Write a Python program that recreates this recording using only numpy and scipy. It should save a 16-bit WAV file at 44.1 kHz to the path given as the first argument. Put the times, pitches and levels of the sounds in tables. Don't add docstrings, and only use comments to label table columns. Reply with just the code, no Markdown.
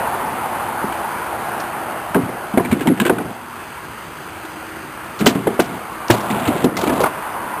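import sys
import numpy as np
from scipy import signal
from scipy.io import wavfile
from scipy.ndimage import uniform_filter1d

SR = 44100
rng = np.random.default_rng(int(sys.argv[2]) if len(sys.argv) > 2 else 0)


def file_out(sig):
    cols = np.atleast_2d(sig).T
    lim = np.clip(cols, -1, 1)
    pcm = np.round(lim * 32767).astype(np.int16)
    wavfile.write(sys.argv[1], SR, pcm)


def volts(x):
    e = np.asarray(x, float) / 20
    return 10 ** e


N = 335160

# (time [s], peak [dB], panel pitch [Hz], clank re boom [dB])
FIRST_THUDS = [(2.151, -7, 280, -8), (2.156, -1.5, 272, -9), (2.169, -11, 400, -12), (2.188, -16, 256, -12),
               (2.229, -16.5, 121, -14), (2.289, -20, 365, -7), (2.538, -11, 217, -11.5),
               (2.574, -3, 258, -4), (2.6, -13, 260, -7), (2.655, -24, 194, -19), (2.721, -4.5, 232, -19),
               (2.759, -16, 280, -17), (2.807, -14.5, 291, -16), (2.856, -10.5, 321, -9),
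               (2.875, -5, 243, -9.5), (2.894, -5, 300, -28), (2.91, -6, 255, -24), (3.003, -12, 216, -28),
               (3.018, -9.5, 256, -12), (3.054, -11, 340, -9), (3.072, -14, 380, -8),
               (3.098, -4, 371, -5.5), (3.123, -12, 210, -8), (3.184, -20, 333, -2),
               (3.207, -18, 340, -1.5), (3.253, -20, 164, -6)]
# (time [s], peak [dB], panel pitch [Hz], clank re boom [dB])
SECOND_THUDS = [(5.21, -8, 210, -19), (5.243, -11.5, 215, -7), (5.263, -4, 410, 0.5), (5.268, -6, 240, -14),
                (5.284, -13, 223, -14), (5.304, -23, 260, -1), (5.353, -8, 192, -10),
                (5.472, -7, 435, -7.5), (5.499, -16, 404, -8), (5.596, -5.5, 339, -3), (5.62, -24, 300, -3)]
# (time [s], peak [dB], panel pitch [Hz], clank re boom [dB])
FALL_THUDS = [(6.099, -4, 335, 1), (6.124, -15, 258, 1), (6.146, -18, 403, 5), (6.302, -13, 226, -7),
              (6.329, -21, 196, -8), (6.479, -10, 264, -17), (6.5, -16, 283, -6), (6.555, -17, 337, -10),
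              (6.644, -7, 280, -7), (6.652, -6, 275, -16), (6.832, -15, 340, -9), (6.869, -11, 316, -8),
              (6.896, -11.5, 360, -4), (6.923, -14, 270, -8), (7.001, -13, 420, -2), (7.014, -17, 400, 4),
              (7.033, -13, 430, 3), (7.042, -23, 520, 10), (7.06, -20.5, 598, 9), (7.071, -23, 590, 7.5)]
# (frequency [Hz], level [dB], t60 [s])
BED_MODES = [(72, -22, .4), (95.3, -24.5, .4), (121.6, -10, 0.99), (149.7, -4.5, 0.38), (178.2, 1.5, 0.29),
             (205, 3.5, 0.32), (230, 4.5, 0.17), (252, 5.5, 0.27), (283, 1, .3), (304.8, -9.5, 0.59),
             (345, 0.5, 0.26), (385, 0.5, 0.27), (428, -7.5, 0.27), (461, 0.5, 0.21), (516, -5, 0.19)]
# (frequency [Hz], level [dB], t60 [s])
CLANK_MODES = [(639, 9, 0.1), (693, 0.5, 0.38), (751, 5.5, 0.13), (853, 6.5, 0.11), (943, 10.5, 0.092),
               (1010, -1, 0.28), (1120, -9, 0.27), (1245, -13, 0.035), (1373, -21, 0.13), (1530, -5, .07),
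               (1690, -7, .06)]
# (time [s], level [dB], frequency [Hz], t60 [s])
POPS = [(2.588, -9, 420, .06), (2.597, -12, 1000, .05), (2.606, -11, 400, .05), (3.104, -9, 300, .07),
        (5.206, -16, 420, .05), (5.222, -11, 330, .04), (5.264, -10, 1550, .04), (6.4805, -7, 300, .04),
        (7.036, -12, 1450, .04), (2.158, -13, 600, .06), (2.147, -14, 900, .03), (2.5755, -9, 950, .04),
        (2.713, -18, 850, .04), (2.872, -12, 900, .03), (2.872, -17, 3100, .02), (3.0, -14, 2600, .03),
        (3.2, -20, 760, .12), (5.268, -8, 1100, .04), (5.471, -18, 1500, .02), (6.101, -6, 1000, .04),
        (6.875, -14, 1300, .03), (7.066, -13, 1150, .05), (2.654, -12, 300, .03), (2.8075, -16, 420, .05),
        (3.096, -10, 900, .03), (5.358, -10, 380, .04), (5.47, -6, 520, .05), (5.476, -6, 330, .08),
        (5.487, -10, 430, .04), (5.53, -18, 380, .06), (5.5925, -1.5, 560, .025), (5.602, -13, 400, .06),
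        (6.12, -13, 620, .05), (6.139, -10, 700, .05), (6.554, -14, 380, .03), (6.643, -4, 420, .03),
        (6.668, -9, 330, .04), (6.692, -15, 300, .06), (6.836, -15, 400, .03), (6.916, -9, 330, .05),
        (6.996, -13, 800, .03), (7.006, -8, 520, .05), (7.022, -13, 500, .05), (7.0345, -6, 500, .03),
        (7.042, -5, 1250, .03), (7.058, -10, 900, .05)]
# (time [s], peak [dB], ring [Hz], crack above 3 kHz re knock [dB], ring share [dB])
STRAY_KNOCKS = [
    (0.923, -26, 1480, -22, 10),
    (1.5994, -26, 1410, 3.5, -7),
    (1.9174, -27.5, 1670, -19, -8),
    (4.449, -27, 1490, -26, 1),
]
# (time [s], peak [dB], ring [Hz], crack re knock [dB], ring share [dB])
FIRST_KNOCKS = [(2.145, -19, 1580, -18, 13.5), (2.575, -20, 2140, -29, 5), (2.648, -24, 2320, -21, 4),
                (2.7144, -15, 2230, -22, -3), (2.726, -18, 2230, -20, -3), (2.793, -26, 2060, -21, 1),
                (2.8073, -21, 1650, -24, 4), (2.8713, -14, 2250, -23, -7), (2.8844, -24, 1980, -18, 9),
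                (2.9724, -22, 1770, -13, -10), (2.9995, -13, 1610, -26, 9), (3.0106, -18, 1600, -23, 5),
                (3.0505, -12, 1530, -22, 1), (3.0627, -13, 1600, -27, 6), (3.078, -22, 1600, -20, 8),
                (3.0949, -21, 1500, -18, 17.5), (3.183, -27, 1470, -23, 12), (3.209, -36, 1430, -18, 0)]
# (time [s], peak [dB], ring [Hz], crack re knock [dB], ring share [dB])
SECOND_KNOCKS = [(5.19, -22, 1400, 3, -4), (5.199, -23, 1400, 4, -4), (5.208, -15, 1410, -27, -6),
                 (5.2584, -19, 1390, 12.5, 9.5), (5.2648, -2.5, 3055, -27, -1), (5.27, -17, 1810, 7, -6),
                 (5.2848, -19, 1810, -10, 0), (5.3037, -25, 1770, -14, 4), (5.3484, -22, 1500, -19.5, -4),
                 (5.471, -25, 2050, -36, 3), (5.5034, -33, 1470, -21, 0), (5.5324, -40, 1570, -17, 0),
                 (5.5944, -7.5, 1600, -13, -12)]
# (time [s], peak [dB], ring [Hz], crack re knock [dB], ring share [dB])
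FALL_KNOCKS = [(6.082, -34, 1450, 4, 0), (6.1018, -2.5, 1800, -30, -13), (6.1425, -24, 1490, 2, 0),
               (6.2045, -30, 1490, 4, -7), (6.2344, -35, 1620, -14, -5), (6.301, -16, 2100, -20, -5),
               (6.453, -17, 1390, -20, -5), (6.4775, -13, 1450, -31, -8), (6.5524, -25, 2230, -19, 0),
               (6.6416, -14, 1610, -6, -10), (6.7677, -21, 2040, 7, 10), (6.811, -20, 1590, 1, 1),
               (6.8346, -17, 1400, -23, -1), (6.872, -16, 1460, -24, 0.5), (6.8942, -19, 1700, -9, 0),
               (7.0038, -23.5, 1509, 4, -5), (7.0364, -27, 1370, -22, 17), (7.0644, -32, 1500, -24, 10)]
# (time [s], peak [dB], centre [Hz], length [s])
SNAPS = [(2.535, -34, 2800, .012), (2.655, -24, 2000, .008), (2.709, -22, 2500, .008),
         (2.722, -25, 2600, .01), (2.815, -24, 2500, .012), (2.828, -34, 4500, .006),
         (3.015, -18, 3000, .006), (3.03, -28, 2500, .01), (3.068, -20, 2500, .01),
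         (5.2655, -3, 3300, .005), (5.271, -3, 4200, .004), (5.303, -24, 4000, .005),
         (5.349, -26, 2500, .006), (5.499, -32, 3000, .008), (5.542, -32, 4500, .003),
         (5.6014, -15, 4200, .006), (5.61, -24, 4200, .016), (5.64, -31, 4500, .01),
         (5.657, -32, 4500, .004), (6.0825, -17, 4200, .003), (6.094, -27, 3600, .004),
         (6.1052, -10, 4600, .008), (6.116, -18, 3800, .028), (6.165, -29, 4000, .02),
         (6.18, -26, 3000, .006), (6.31, -27, 4000, .008), (6.398, -28, 3500, .005),
         (6.418, -24, 2000, .006), (6.45, -22, 2300, .014), (6.473, -18, 3100, .009),
         (6.575, -28, 3500, .006), (6.62, -24, 2000, .008), (6.642, -18, 3300, .007),
         (6.757, -30, 3300, .005), (6.792, -26, 3500, .006), (6.8126, -20, 4000, .004),
         (6.83, -24, 3500, .006), (6.84, -26, 4000, .006), (6.901, -17, 1700, .004),
         (6.935, -30, 3500, .006), (7.011, -22, 3800, .008), (7.021, -24, 4500, .003),
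         (7.032, -22, 4100, .008), (7.062, -31, 3800, .005), (5.28, -16, 3600, .02), (6.78, -27, 3600, .03),
         (6.855, -27, 3300, .03), (6.89, -25, 4200, .012), (6.95, -30, 3300, .03), (7.04, -28, 3500, .03)]
# (start [s], length [s], rumble [dB], scrape re rumble [dB], grit re rumble [dB])
SLIDES = [
    (2.17, .2, -39, -10, -16),
    (2.55, .4, -28, -11, -19),
    (2.95, .4, -29, -11, -21),
    (5.18, .24, -30, -3, -13),
    (5.39, .2, -31, -14, -26),
    (5.58, .22, -31, -7, -13),
    (6.1, .24, -30.5, 1, -7),
    (6.3, .37, -28, -1, -5.5),
    (6.63, .15, -28, -22, -30),
    (6.75, .33, -25.5, 1, -11),
]
# (time [s], level [dB], frequency [Hz], t60 [s])
TAPS = [
    (2.7, -20, 90, .2),
    (6.1, -10, 115, .22),
    (6.47, -20, 100, .2),
    (.839, -15, 385, 0.032),
    (0.84, -15, 210, 0.047),
    (4.446, -25, 332, .05),
    (4.568, -27, 326, 0.032),
]
# (time [s], level [dB], nearness [0-1], tyre horn resonance [Hz])
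ROAD = [(0.0, -22, 0.69, 860), (0.49, -24.5, 0.62, 890), (1.2, -25.3, 0.57, 930), (1.5, -25.6, 0.56, 740),
        (1.97, -27, 0.61, 740), (2.82, -32, 0.4, 720), (3.26, -33, 0.42, 700), (3.7, -34, 0.35, 1370),
        (4.27, -35, 0.28, 1400), (5.35, -32.5, 0.45, 1450), (5.84, -31.5, 0.49, 1200),
        (6.1, -28.5, 0.52, 1000), (6.55, -24.5, 0.68, 680), (6.74, -30, 0.6, 700), (6.96, -26.5, 0.6, 980),
        (7.6, -27, 0.61, 980)]
# (frequency [Hz], density [dB per Hz])
FAR_SPECTRUM = [(15, -43), (25, -22), (66, -22), (93, 4.5), (152, -7), (174, -5.5), (286, -12), (320, 1.5),
                (503, -15), (1420, -3), (1860, -10.5), (2860, -11), (3830, -21), (4800, -15), (5500, -28.5),
                (7150, -64), (12100, -120)]
# (frequency [Hz], density [dB per Hz])
NEAR_SPECTRUM = [(15, -54), (25, -33), (65, -29), (86, -13.5), (139, -10.5), (178, -16), (244, 6),
                 (293, -22), (320, -8.5), (630, 1), (864, 1.5), (1490, -6.5), (4010, -32), (4910, -35.5),
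                 (5500, -36), (7150, -70), (12100, -120)]
# (start [s], length [s], start pitch [Hz], end pitch [Hz], level [dB])
HUM = [
    (0, 2.6, 350, 325, -39),
    (2.9, .85, 270, 227, -43),
    (4.2, .95, 321, 315, -39),
    (5.5, 2.6, 332, 305, -38),
]


def evened(x):
    return x / np.sqrt(np.mean(x ** 2) + 1e-20)


def peaked(x):
    return x / (abs(x).max() + 1e-20)


def read(points, hz):
    f, value = np.transpose(points)
    return np.interp(np.log(hz + 1), np.log(f + 1), value)


def add(mix, start_s, sound):
    part = mix[round(start_s * SR):][:len(sound)]
    part += sound[:len(part)]


def band(x, lo_hz, hi_hz):
    return signal.sosfilt(signal.butter(2, [lo_hz, hi_hz], "band", fs=SR, output="sos"), x)


def ring(modes, weights, t, stretch=0.87):
    hz, db, t60_s = np.transpose(modes).astype(np.float32)[:, :, None]
    t = t.astype(np.float32)
    decay = np.exp(t * (np.float32(-np.log(1000) / stretch) / t60_s))
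    sines = np.sin(np.float32(2 * np.pi) * hz * t)
    return (weights * volts(db[:, 0])).astype(np.float32) @ (decay * sines)


def thud(db, hz, clank_db, chance):
    t = np.arange(SR // 4) / SR
    press_s = .0175 * (280 / hz) ** .3
    clank_hz = np.clip(880 + 45 * clank_db, 680, 1080)
    softness = 1 / (1 + volts(4 * clank_db + 46))
    rise = 1 - np.exp(-(t / (.0008 + .005 * softness)) ** 2)
    press = rise * np.exp(-(t / max(press_s, .004)) ** 3)
    panel = [(hz, 0, .3), (hz * 1.312, -9, .2), (hz * 0.78, -12, .2), (hz * 1.834, -9, .08)]
    boom = peaked(press * ring(panel, np.ones(4), t))
    boom = boom + rise * ring([(104, db - 16, 0.13)], np.ones(1), t)

    near = np.exp(-(np.log(np.transpose(BED_MODES)[0] / hz) / 0.81) ** 2)
    bed = ring(BED_MODES, near * chance[5:5 + len(BED_MODES)], t, .75)
    bed = peaked((1 - np.exp(-t / 0.0049)) * bed)

    near = .5 + np.exp(-(np.log(np.transpose(CLANK_MODES)[0] / clank_hz) / 0.14) ** 2)
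    clank = ring(CLANK_MODES, near * np.sign(chance[-len(CLANK_MODES):]), t, 35 * press_s)
    clank = peaked(clank * (1 - np.exp(-t / .0006)))
    shake = chance[32:] * np.exp(-(t[:len(chance) - 32] / (0.83 * press_s)) ** 2)
    add(clank, 0, volts(-1.5) * peaked(band(shake, 410, 1420)))
    return volts(db) * (boom + volts(-8.5) * bed + volts(clank_db - 1.5) * clank)


def pop(db, hz, t60_s):
    t = np.arange(SR // 8) / SR
    panel = ring([(hz, 0, t60_s), (hz * 1.7, -8, t60_s * .6)], np.ones(2), t)
    return volts(db) * peaked(panel * (1 - np.exp(-t / .0003)))


def knock(db, hz, crack_db, ring_db, noise):
    t = np.arange(len(noise)) / SR
    chatter_s = .0056 - .00015 * ring_db
    first = noise * np.exp(-(t / max(1.58 * chatter_s, .001)) ** 2) * (1 - np.exp(-t / 0.00049))
    tail = noise * np.exp(-t / 0.027) * (1 - np.exp(-t / 0.0034))
    stick = ring([(hz, 0, .03), (hz * 1.6, -9, .018), (hz * .65, -8, .02)], np.ones(3), t)
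    wood = volts(ring_db) * peaked(signal.fftconvolve(first, stick)[:len(t)])
    contact = first + volts(-5) * tail
    wood = wood + peaked(band(band(contact, 790, 2970), 500, 4800))
    crack = peaked(band(first + volts(-8) * tail, 3200, 5300))
    return volts(db - 2) * (wood + volts(crack_db) * crack)


def snap(db, hz, length_s, noise):
    t = np.arange(len(noise)) / SR
    envelope = (t / length_s) ** .4 * np.exp(-(t / length_s) ** 2)
    burst = noise * abs(noise) ** .4 * envelope
    return volts(db) * peaked(band(band(burst, hz / 1.5, hz * 1.5), hz / 2, hz * 1.4))


def impacts(rate_hz, spread_db, limit):
    strength = volts(spread_db * np.minimum(rng.exponential(1, N), limit))
    return strength * rng.choice([-1, 1], N) * (rng.random(N) < rate_hz / SR)


def slide():
    bumps = impacts(500, 2.2, 4)
    grains = impacts(1500, 3.2, 5)
    t = np.arange(SR // 4) / SR
    bed = ring(BED_MODES, (-1.) ** np.arange(len(BED_MODES)), t, 0.42) * (1 - np.exp(-t / 0.0054))
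    rumble = evened(signal.oaconvolve(bumps, bed)[:N])
    panels = ring(CLANK_MODES, np.ones(len(CLANK_MODES)), t, 0.19)
    scrape = evened(signal.oaconvolve(grains, panels)[:N])
    grit = evened(band(band(grains, 1050, 3000), 800, 4200))

    skid_power, out = np.zeros(N), np.zeros(N)
    skid_t60_s, skid_rise_s = .35, .02
    for start_s, db, *_ in FIRST_THUDS + SECOND_THUDS + FALL_THUDS:
        skid = volts(db - 21 - 60 * t / skid_t60_s) * (1 - np.exp(-t / skid_rise_s))
        add(skid_power, start_s, skid ** 2)
    for start_s, length_s, db, scrape_db, grit_db in SLIDES:
        at = np.arange(round(start_s * SR), round((start_s + length_s) * SR))
        gain = np.sqrt(volts(db) ** 2 + skid_power[at]) * signal.windows.tukey(len(at), .25)
        out[at] += gain * (rumble[at] + volts(scrape_db) * scrape[at] + volts(grit_db) * grit[at])
    return out


def tap(db, hz, t60_s):
    t = np.arange(SR // 8) / SR
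    return volts(db) * peaked(ring([(hz, 0, t60_s)], np.ones(1), t) * (1 - np.exp(-(t / .003) ** 2)))


def road():
    hop = 256
    frames, hz = N // hop + 5, np.fft.rfftfreq(1024, 1 / SR)[:, None]
    real, imag, patches = rng.standard_normal((frames, 513, 3)).T
    patches = evened(uniform_filter1d(uniform_filter1d(patches, 6, 0), 18, 1))
    time_s, *columns = np.transpose(ROAD)
    db, near, horn_hz = (np.interp(np.arange(frames) * hop / SR, time_s, c) for c in columns)
    horn_db = 4.5 - 5 * np.clip((horn_hz - 1050) / 200, 0, 1)
    colour_db = near * read(NEAR_SPECTRUM, hz) + (1 - near) * read(FAR_SPECTRUM, hz)
    colour = volts(colour_db + horn_db * np.exp(-((hz - horn_hz) / 190) ** 2))
    mid = (hz[:, 0] > 600) & (hz[:, 0] < 1800)
    colour = colour / np.sqrt((colour[mid] ** 2).sum(0))
    z = (real + 1j * imag) * colour * volts(db + 1.2 * patches)
    return volts(2.0) * signal.istft(z, nperseg=1024, noverlap=768)[1][:N]


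def hum():
    waver = 1 + 0.025 * evened(uniform_filter1d(rng.standard_normal(N), 2500))
    out = np.zeros(N)
    for start_s, length_s, from_hz, to_hz, db in HUM:
        wobble = waver[round(start_s * SR):][:round(length_s * SR)]
        u = np.arange(len(wobble)) / (length_s * SR)
        pitch_hz = (from_hz + (to_hz - from_hz) * u) * wobble
        tone = np.sin(2 * np.pi * np.cumsum(pitch_hz) / SR)
        add(out, start_s, volts(db) * np.sin(np.pi * u) ** .7 * tone)
    return out


def scene():
    mix = road() + slide() + hum()
    thuds = FIRST_THUDS + SECOND_THUDS + FALL_THUDS
    for (start_s, *blow), chance in zip(thuds, rng.standard_normal((80, 3000))):
        add(mix, start_s, thud(*blow, chance))
    knocks = sorted(STRAY_KNOCKS + FIRST_KNOCKS + SECOND_KNOCKS + FALL_KNOCKS)
    for (start_s, *blow), noise in zip(knocks, rng.standard_normal((80, 4500))):
        add(mix, start_s, knock(*blow, noise))
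    for start_s, *bump in TAPS:
        add(mix, start_s, tap(*bump))
    for start_s, *touch in POPS:
        add(mix, start_s, pop(*touch))
    for (start_s, *crack), noise in zip(SNAPS, rng.standard_normal((60, 2500))):
        add(mix, start_s, snap(*crack, noise))
    return mix[None]


def thinned(x):
    hz, _, z = signal.stft(x, SR, nperseg=2048)
    power = abs(z) ** 2
    local = uniform_filter1d(uniform_filter1d(power, size=6, axis=1), size=3, axis=2)
    local_db = 10 * np.log10(local + 1e-20)
    total_db = 10 * np.log10(power.sum(1, keepdims=True) + 1e-20)
    floor_db = np.interp(hz, [0, 9000, 10000, 13500, 14600, 15500], [-140, -140, -71, -72, -64, -66])
    limit_db = .6 * total_db + floor_db[:, None]
    return signal.istft(z * (local_db > limit_db), SR, nperseg=2048)[1][:, :N]


def top_cut(x):
    return signal.sosfilt(signal.butter(12, 15580, fs=SR, output="sos"), x)


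def record(dry):
    hold_hz = SR / 4
    mic = signal.sosfilt(signal.butter(2, 48., "high", fs=SR, output="sos"), dry)
    smooth = signal.oaconvolve(mic, signal.firwin(61, 6000., fs=SR)[None], "same")
    lifted = signal.lfilter([1.25, -.25], [1], smooth)
    ticks = (np.arange(N) * hold_hz // SR * SR // hold_hz).astype(int)
    held = np.clip(lifted, -1, 1)[:, ticks]
    edge = signal.firwin(511, 15500, window=("kaiser", 9), fs=SR)[None]
    finished = np.clip(thinned(signal.oaconvolve(held, edge, "same")), -1, 1)
    return top_cut(finished)


dry = scene()
out = record(dry)
file_out(out)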